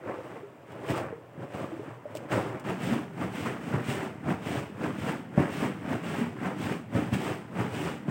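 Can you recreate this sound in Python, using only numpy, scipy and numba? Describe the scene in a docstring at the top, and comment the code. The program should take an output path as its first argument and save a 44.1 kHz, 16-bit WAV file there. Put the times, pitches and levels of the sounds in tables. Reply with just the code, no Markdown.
"""Liquid churns in a skin bag in a small quiet room: tipped to and fro on the knees, then rocked faster on the floor.
Its trapped air is swarms of dying sine bubbles: deep gulps, a middling splash with gurgles, and fine froth,
all swelling with each stroke. Waves slap the skin as runs of pressure knocks with ringing skin and spray.
Lone bubbles plop and the leather crackles with short noise ticks. Wall echoes, low room resonances
and faint coloured-noise air surround the bag."""
import sys
import numpy as np
from scipy import signal
from scipy.fft import rfft, irfft
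from scipy.io import wavfile
from scipy.ndimage import uniform_filter1d
from numba import njit

SR = 44100
rng = np.random.default_rng(int(sys.argv[2]) if len(sys.argv) > 2 else 0)


def materialize(psi):
    """Save the field psi as 16-bit PCM at rate SR to the path in sys.argv[1].

    A 1-D psi becomes a single channel; in a 2-D psi each row is a channel.
    """
    bounded = np.clip(np.atleast_2d(psi).T, -1, 1)
    quanta = np.round(bounded * 32767).astype(np.int16)
    wavfile.write(sys.argv[1], SR, quanta)


N = 357210
TIME = np.arange(N) / SR
FLOOR_FROM_S = 2.64  # from here on the bag lies on the floor


def from_db(db):
    """Decibels to gain."""
    return 10 ** (np.asarray(db) / 20)


def rms_one(x):
    """Scale to unit rms."""
    return x / np.sqrt(np.mean(x ** 2) + 1e-20)


def at_hz(points, hz):
    """Gain of a spectrum, drawn as straight dB lines over log frequency."""
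    known_hz, db = np.transpose(points)
    return from_db(np.interp(np.log(np.maximum(hz, 1)), np.log(known_hz), db))


def coloured(x, points):
    """Filter a whole signal with a fixed spectrum."""
    return irfft(rfft(x) * at_hz(points, np.fft.rfftfreq(N, 1 / SR)), N)


def band(x, low_hz, high_hz, order=2):
    """Causal band-pass."""
    sos = signal.butter(order, [low_hz, high_hz], "band", fs=SR, output="sos")
    return signal.sosfilt(sos, x + 1e-18)


def evened(x, span_s):
    """Hold the slow level of a swarm at 1, keeping its grain."""
    size = max(int(span_s * SR), 2)
    power = uniform_filter1d(uniform_filter1d(x * x, size), size)
    return x / np.sqrt(np.abs(power) + 1e-20)


@njit
def bubbles(start, size, hz, t60, rise):
    """Each bubble is a dying sine; a positive rise lifts its pitch as it nears the surface."""
    out = np.zeros(N)
    for k in range(len(start)):
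        length, phase = int(t60[k] * SR), 0.
        for i in range(min(length, N - start[k])):
            age = i / length
            phase += 2 * np.pi * hz[k] * (1 + rise * age) / SR
            out[start[k] + i] += size[k] * np.exp(-np.log(1000.) * age) * np.sin(phase)
    return out


def cloud(low_hz, high_hz, count, cycles, spread_db, rise):
    """A swarm of bubbles of random moment, pitch, size and damping, with equal power per Hz."""
    when, pitch, size, damping, sign = rng.random((count, 5)).T
    starts = (when * N).astype(np.int64)
    hz = low_hz * (high_hz / low_hz) ** pitch
    sizes = hz * from_db(-spread_db * np.log(np.maximum(size, .01))) * np.sign(sign - .5)
    t60 = cycles * 2 ** (2 * damping - 1) / hz  # half to double the given cycles
    return bubbles(starts, sizes, hz, t60, float(rise))


# spectrum of the still room: (f/Hz, relative level/dB)
AIR_COLOUR = [(20, -22), (50, -28), (120, -29), (500, 12), (2000, -3), (4200, -24), (8400, -22),
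              (12000, -27), (15700, -18)]
AIR_DB = -59


def room_air():
    """Still air is steady noise with the colour of the room."""
    return from_db(AIR_DB) * rms_one(coloured(rng.standard_normal(N), AIR_COLOUR))


def room_echoes(x, t60_s=0.28, level_db=-15, first_echo_s=0.0044, shift_s=.4, count=3):
    """Dense wall reflections, soon soaked up by rugs; their pattern shifts as the liquid moves about."""
    age, wet = TIME[:SR // 2], np.zeros(N)
    for k in range(count):
        decay = from_db(-60 * age / t60_s) * (age > first_echo_s)
        tail = band(rng.standard_normal(len(age)) * decay, 130, 10000)
        tail = tail / np.sqrt(np.sum(tail ** 2))
        # each pattern fades in and out in turn
        nearness = np.sqrt(2 / count) * np.cos(TIME / shift_s * np.pi + np.pi * k / count)
        wet += signal.fftconvolve(x * nearness, tail)[:N]
    return from_db(level_db) * wet


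# low resonances of the small room: (f/Hz, width f/Hz, level/dB)
STANDING_WAVES = [(119.4, 16, -14.5), (250, 5.7, -5.5), (303.3, 16.4, 1.5)]


def room_boom(x):
    """Standing waves between the walls ring on a little after each gulp."""
    boom = np.zeros(N)
    for hz, width_hz, db in STANDING_WAVES:
        b, a = signal.iirpeak(hz, hz / width_hz, fs=SR)
        boom += from_db(db) * signal.lfilter(b, a, x)
    return boom


# bright spectrum shared by froth and leather crackle: (f/Hz, relative level/dB)
BRIGHT_COLOUR = [(2800, 1.5), (3300, -3), (4100, -12), (5000, -11.5), (6600, -14.5), (8400, -9.5),
                 (9600, -18.5), (12000, -25.5), (14000, -20.5), (15700, -15)]


def brightened(x):
    """Fine froth and snapping leather get the same bright colour."""
    return coloured(x, BRIGHT_COLOUR)


# creases of leather snapping: (t/s, relative level/dB)
LEATHER_SNAPS = [(.72, -51), (2.151, -37), (2.162, -40), (2.17, -35.5), (2.597, -41)]


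def leather_creases(snap_s=0.0059, level_db=-7):
    """A crease gives way with a short bright tick: noise under a sudden, dying envelope."""
    snaps = np.zeros(N)
    for s, db in LEATHER_SNAPS:
        first = int(s * SR)
        snaps[first:] += from_db(db + level_db) * np.exp(-TIME[:N - first] / snap_s)
    crackle = rms_one(band(brightened(rng.standard_normal(N)), 4200, 21550))
    return band(snaps * crackle, 1600, 19000, order=4)


# lone large bubbles: (t/s, relative level/dB, starting pitch f/Hz, 60 dB decay t/s)
LONE_BUBBLES = [(.095, -29, 560, .12), (.187, -26.5, 510, 0.031), (0.431, -36.5, 402, 0.18),
                (0.931, -30, 327, 0.096), (1.126, -30, 460, 0.079), (1.722, -36.5, 328, 0.25),
                (1.795, -31.5, 416, 0.13), (2.055, -29.5, 595, 0.077), (2.152, -27.5, 618, 0.053),
                (2.91, -25.5, 229.6, 0.31), (6.209, -22, 233.4, 0.23)]


def plops(rise=0.056):
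    """Single large bubbles break loose as the liquid turns over."""
    s, db, hz, t60 = np.transpose(LONE_BUBBLES)
    ringing = bubbles((s * SR).astype(np.int64), from_db(db), hz, t60, float(rise))
    return band(ringing, 124, 910)


# colour of the bag on the knees, then on the floor: (f/Hz, relative level/dB)
KNEES_COLOUR = [(60, -19), (100, -0.5), (130, 4), (210, -3), (330, -2), (440, -5), (570, -3.5), (740, -10),
                (1100, -11.5), (2000, -18), (2800, -20.5)]
FLOOR_COLOUR = [(60, -25.5), (92, -5), (125, -2), (180, 3), (270, -2), (400, -8), (480, -12), (700, -12.5),
                (1000, -16.5), (1600, -18), (2800, -22.5)]


def through_skin(x):
    """The bag colours what rings inside it, one way on the knees and another on the floor."""
    return np.where(TIME < FLOOR_FROM_S, coloured(x, KNEES_COLOUR), coloured(x, FLOOR_COLOUR))


# waves hitting the skin: (t/s, relative level/dB, central skin pitch f/Hz)
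SKIN_HITS = [(0.073, -28, 330), (.899, -21, 98), (1.378, -34, 130), (1.416, -36, 400), (1.547, -26, 300),
             (1.614, -29, 116), (2.313, -29, 150), (2.461, -30, 114), (3.74, -17.5, 119),
             (3.885, -18.5, 128), (4.269, -21, 148), (4.824, -30, 222), (5.377, -8.5, 107),
             (6.927, -24, 170), (6.951, -15, 109), (7.127, -18, 99), (8.082, -19, 160)]


def slaps(gap_s=0.0075, fade_s=0.03, skin_cycles=5, skin_db=-9, knock_db=-2, knock_s=0.00064,
          rebound_s=0.0023, spray_db=-23, spray_s=0.062, count=5):
    """A wave lands as a ragged run of pressure knocks that ring the slack skin and throw a burst of spray."""
    skin, knocks, burst = np.zeros((3, N))
    for s, db, hz in SKIN_HITS:
        gaps, sizes, pitches = rng.uniform(0.53, 1.41, (3, count))
        delay = gap_s * (np.cumsum(gaps) - gaps[0])
        at = ((s + delay) * SR).astype(np.int64)
        force = from_db(db) * np.sqrt(sizes) * np.exp(-delay / fade_s)
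        pitch_hz = hz * np.sqrt(pitches)
        skin += bubbles(at, -force, pitch_hz, skin_cycles / pitch_hz, 0.)
        knocks[at[at < N]] += force[at < N]
        spray_age = np.minimum(TIME[:max(N - at[0], 0)], 1)
        burst[at[0]:] += from_db(db + spray_db) * np.exp(-spray_age / spray_s)
    # each knock is a pointed push followed by the pull of the rebound
    lag = np.arange(-SR // 100, SR // 100) / SR
    push_pull = np.exp(-np.abs(lag) / knock_s) - np.exp(-np.abs(lag - rebound_s) / knock_s)
    thump = from_db(knock_db) * signal.fftconvolve(knocks, push_pull, "same") + from_db(skin_db) * skin
    drops = through_skin(cloud(380, 1950, count=12000, cycles=0.85, spread_db=4.5, rise=0))
    spray = evened(band(drops, 430, 2270, order=4), 0.04)
    return band(thump, 81, 1600, order=3) + burst * spray


def swell(start_s, end_s, attack_s, release_s):
    """Exponential attack, hold and release of one wave; it belongs either to the knees or to the floor."""
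    away = np.maximum(start_s - TIME, 0) / attack_s + np.maximum(TIME - end_s, 0) / release_s
    same_place = (TIME < FLOOR_FROM_S) == (start_s < FLOOR_FROM_S)
    return np.exp(-np.minimum(away, 20)) * same_place


# the liquid piles up at one end and breaks: (crest t/s, swell time constant t/s, ebb time constant t/s,
# splash level/dB, gulp level/dB and froth level/dB, both relative to the splash)
BREAKING_SURGES = [(0.097, 0.051, 0.083, -35, -9, -37), (0.905, 0.028, 0.03, -31.0, -12, -10.5),
                   (0.979, 0.041, 0.032, -32.0, -7, -12.5), (1.431, 0.042, 0.044, -40, 1.5, -20.5),
                   (1.549, 0.033, 0.1, -40, -14, -13), (1.615, 0.045, 0.071, -36.0, -4.5, -19),
                   (2.321, 0.013, 0.1, -28.0, -10, -13.5), (2.371, 0.029, 0.029, -26.5, 1, -25),
                   (2.698, 0.052, 0.053, -31.5, 0.5, -15), (2.925, 0.006, 0.074, -35.5, -5, -19),
                   (3.223, 0.043, 0.066, -33.5, 4.0, -15.5), (3.461, 0.01, 0.095, -33, -5, -19.0),
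                   (3.758, 0.067, 0.066, -32.5, 3.5, -19), (3.904, 0.045, 0.063, -39.5, 6, -1),
                   (4.305, 0.035, 0.044, -29.5, 3, -17.0), (4.844, 0.041, 0.078, -32.0, 2.5, -15.5),
                   (5.086, 0.031, 0.067, -31, -3, -14.0), (5.404, 0.033, 0.081, -29.5, 0.5, -17.5),
                   (5.632, 0.03, 0.066, -31, 2, -15.5), (5.931, 0.071, 0.058, -32.5, 5, -15),
                   (6.461, 0.052, 0.064, -32, 3.0, -16.5), (6.729, 0.062, 0.041, -33, 0, -13.5),
                   (6.96, 0.025, 0.13, -34, 6.5, -12.5), (7.139, 0.011, 0.032, -34.5, 13, -4.5),
                   (7.279, 0.059, 0.055, -36, 2, -12.5), (7.6, 0.038, 0.08, -31.0, 3.5, -15.5),
                   (8.102, 0.02, 0.06, -36.5, 11.5, -13)]
# the liquid runs back along the skin: (start t/s, length t/s,
# splash level/dB, gulp level/dB and froth level/dB, both relative to the splash)
RUNNING_BACKWASHES = [(0.068, 0.3, -47.5, -6, -15), (0.708, 0.35, -42, -2.0, -21),
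                      (1.72, 0.19, -47.0, 1.0, -16.5), (2.11, 0.14, -46, -0.5, -19.5),
                      (2.43, 0.12, -40.5, -0.0, -25), (2.831, 0.11, -36.5, 5.5, -9),
                      (3.358, 0.12, -39.5, 2.5, -7.5), (3.64, 0.078, -47, -1.0, -7),
                      (3.91, 0.13, -37.0, -1.5, -13), (4.469, 0.11, -36.0, 2.5, -10),
                      (4.998, 0.083, -42.0, 8.5, -8), (5.53, 0.11, -41.0, 4, -5.5),
                      (6.06, 0.16, -37.0, 3.0, -10.5), (6.62, 0.043, -39.0, 7, -7),
                      (7.21, 0.1, -36.5, -4, -10.5), (7.75, 0.14, -37.0, 1.0, -9)]
# restlessness between strokes, on the knees and on the floor: (gulp level/dB, splash level/dB, froth level/dB)
KNEES_REST = (-55.5, -55, -70.5)
FLOOR_REST = (-44, -53.5, -69)


def churning(wash_attack_s=0.039, wash_release_s=0.065, gather_db_per_s=24.5):
    """Strength of gulps, splash and froth: surges, backwashes and resting motion add up in power."""
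    knees_rest, floor_rest = from_db(KNEES_REST)[:, None], from_db(FLOOR_REST)[:, None]
    power = np.where(TIME < FLOOR_FROM_S, knees_rest, floor_rest) ** 2
    for s, swell_s, ebb_s, db, gulp_db, froth_db in BREAKING_SURGES:
        wave = from_db(db) * swell(s, s, swell_s, ebb_s)
        power += np.outer(from_db([gulp_db, 0, froth_db]), wave) ** 2
    for s, length_s, db, gulp_db, froth_db in RUNNING_BACKWASHES:
        wave = from_db(db) * swell(s, s + length_s, wash_attack_s, wash_release_s)
        # a running wash traps ever more big bubbles; the froth does not gather
        progress_s = np.clip(TIME - s, 0, length_s) - length_s / 2
        gathering = wave * from_db(gather_db_per_s * progress_s)
        power += np.array([gathering * from_db(gulp_db), gathering, wave * from_db(froth_db)]) ** 2
    return np.sqrt(power)


def slosh(clump_db=0.68, clump_hz=22, gurgle_db=-5, gulp_db=-2.5, splash_db=-2, froth_db=1.0):
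    """Trapped air of every size swells and ebbs with each stroke, in clumps as the wave folds over."""
    gulping, splashing, frothing = churning()
    clumps = clump_db * rms_one(band(rng.standard_normal(N), clump_hz / 2, clump_hz * 2))

    gulps = through_skin(cloud(65.1, 374, count=1400, cycles=7.4, spread_db=3.0, rise=0.39))
    gulps = evened(band(gulps, 77, 310, order=4), 0.026)

    splash = through_skin(cloud(325.3, 3050, count=24000, cycles=12.4, spread_db=1.5, rise=0.26))
    splash = evened(band(splash, 307.4, 2280, order=4), 0.024)
    # a few longer-ringing bubbles stand out of the splash as gurgles
    gurgles = through_skin(cloud(328.6, 1197, count=900, cycles=23, spread_db=2.0, rise=0.15))
    splash = splash + from_db(gurgle_db) * evened(gurgles, 0.21)

    froth = brightened(cloud(2030, 18400, count=90000, cycles=5.0, spread_db=0.5, rise=.05))
    froth = evened(band(froth, 1360, 21550, order=4), 0.035)

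    # the splash clumps twice as strongly in dB as the gulps and the froth
    return (gulps * gulping * from_db(gulp_db + clumps / 2)
            + splash * splashing * from_db(splash_db + clumps)
            + froth * frothing * from_db(froth_db + clumps / 2))


def scene(bag_db=1.29):
    """The bag in its room, with echoes, boom and still air."""
    bag = from_db(bag_db) * (slosh() + slaps() + plops() + leather_creases())
    return (bag + room_boom(bag) + room_echoes(bag) + room_air())[None]


def record(dry, cutoff_hz=15900):
    """A steep low-pass cuts the top."""
    return signal.sosfilt(signal.ellip(12, .2, 70, cutoff_hz, fs=SR, output="sos"), dry)


dry = scene()
out = record(dry)
materialize(out)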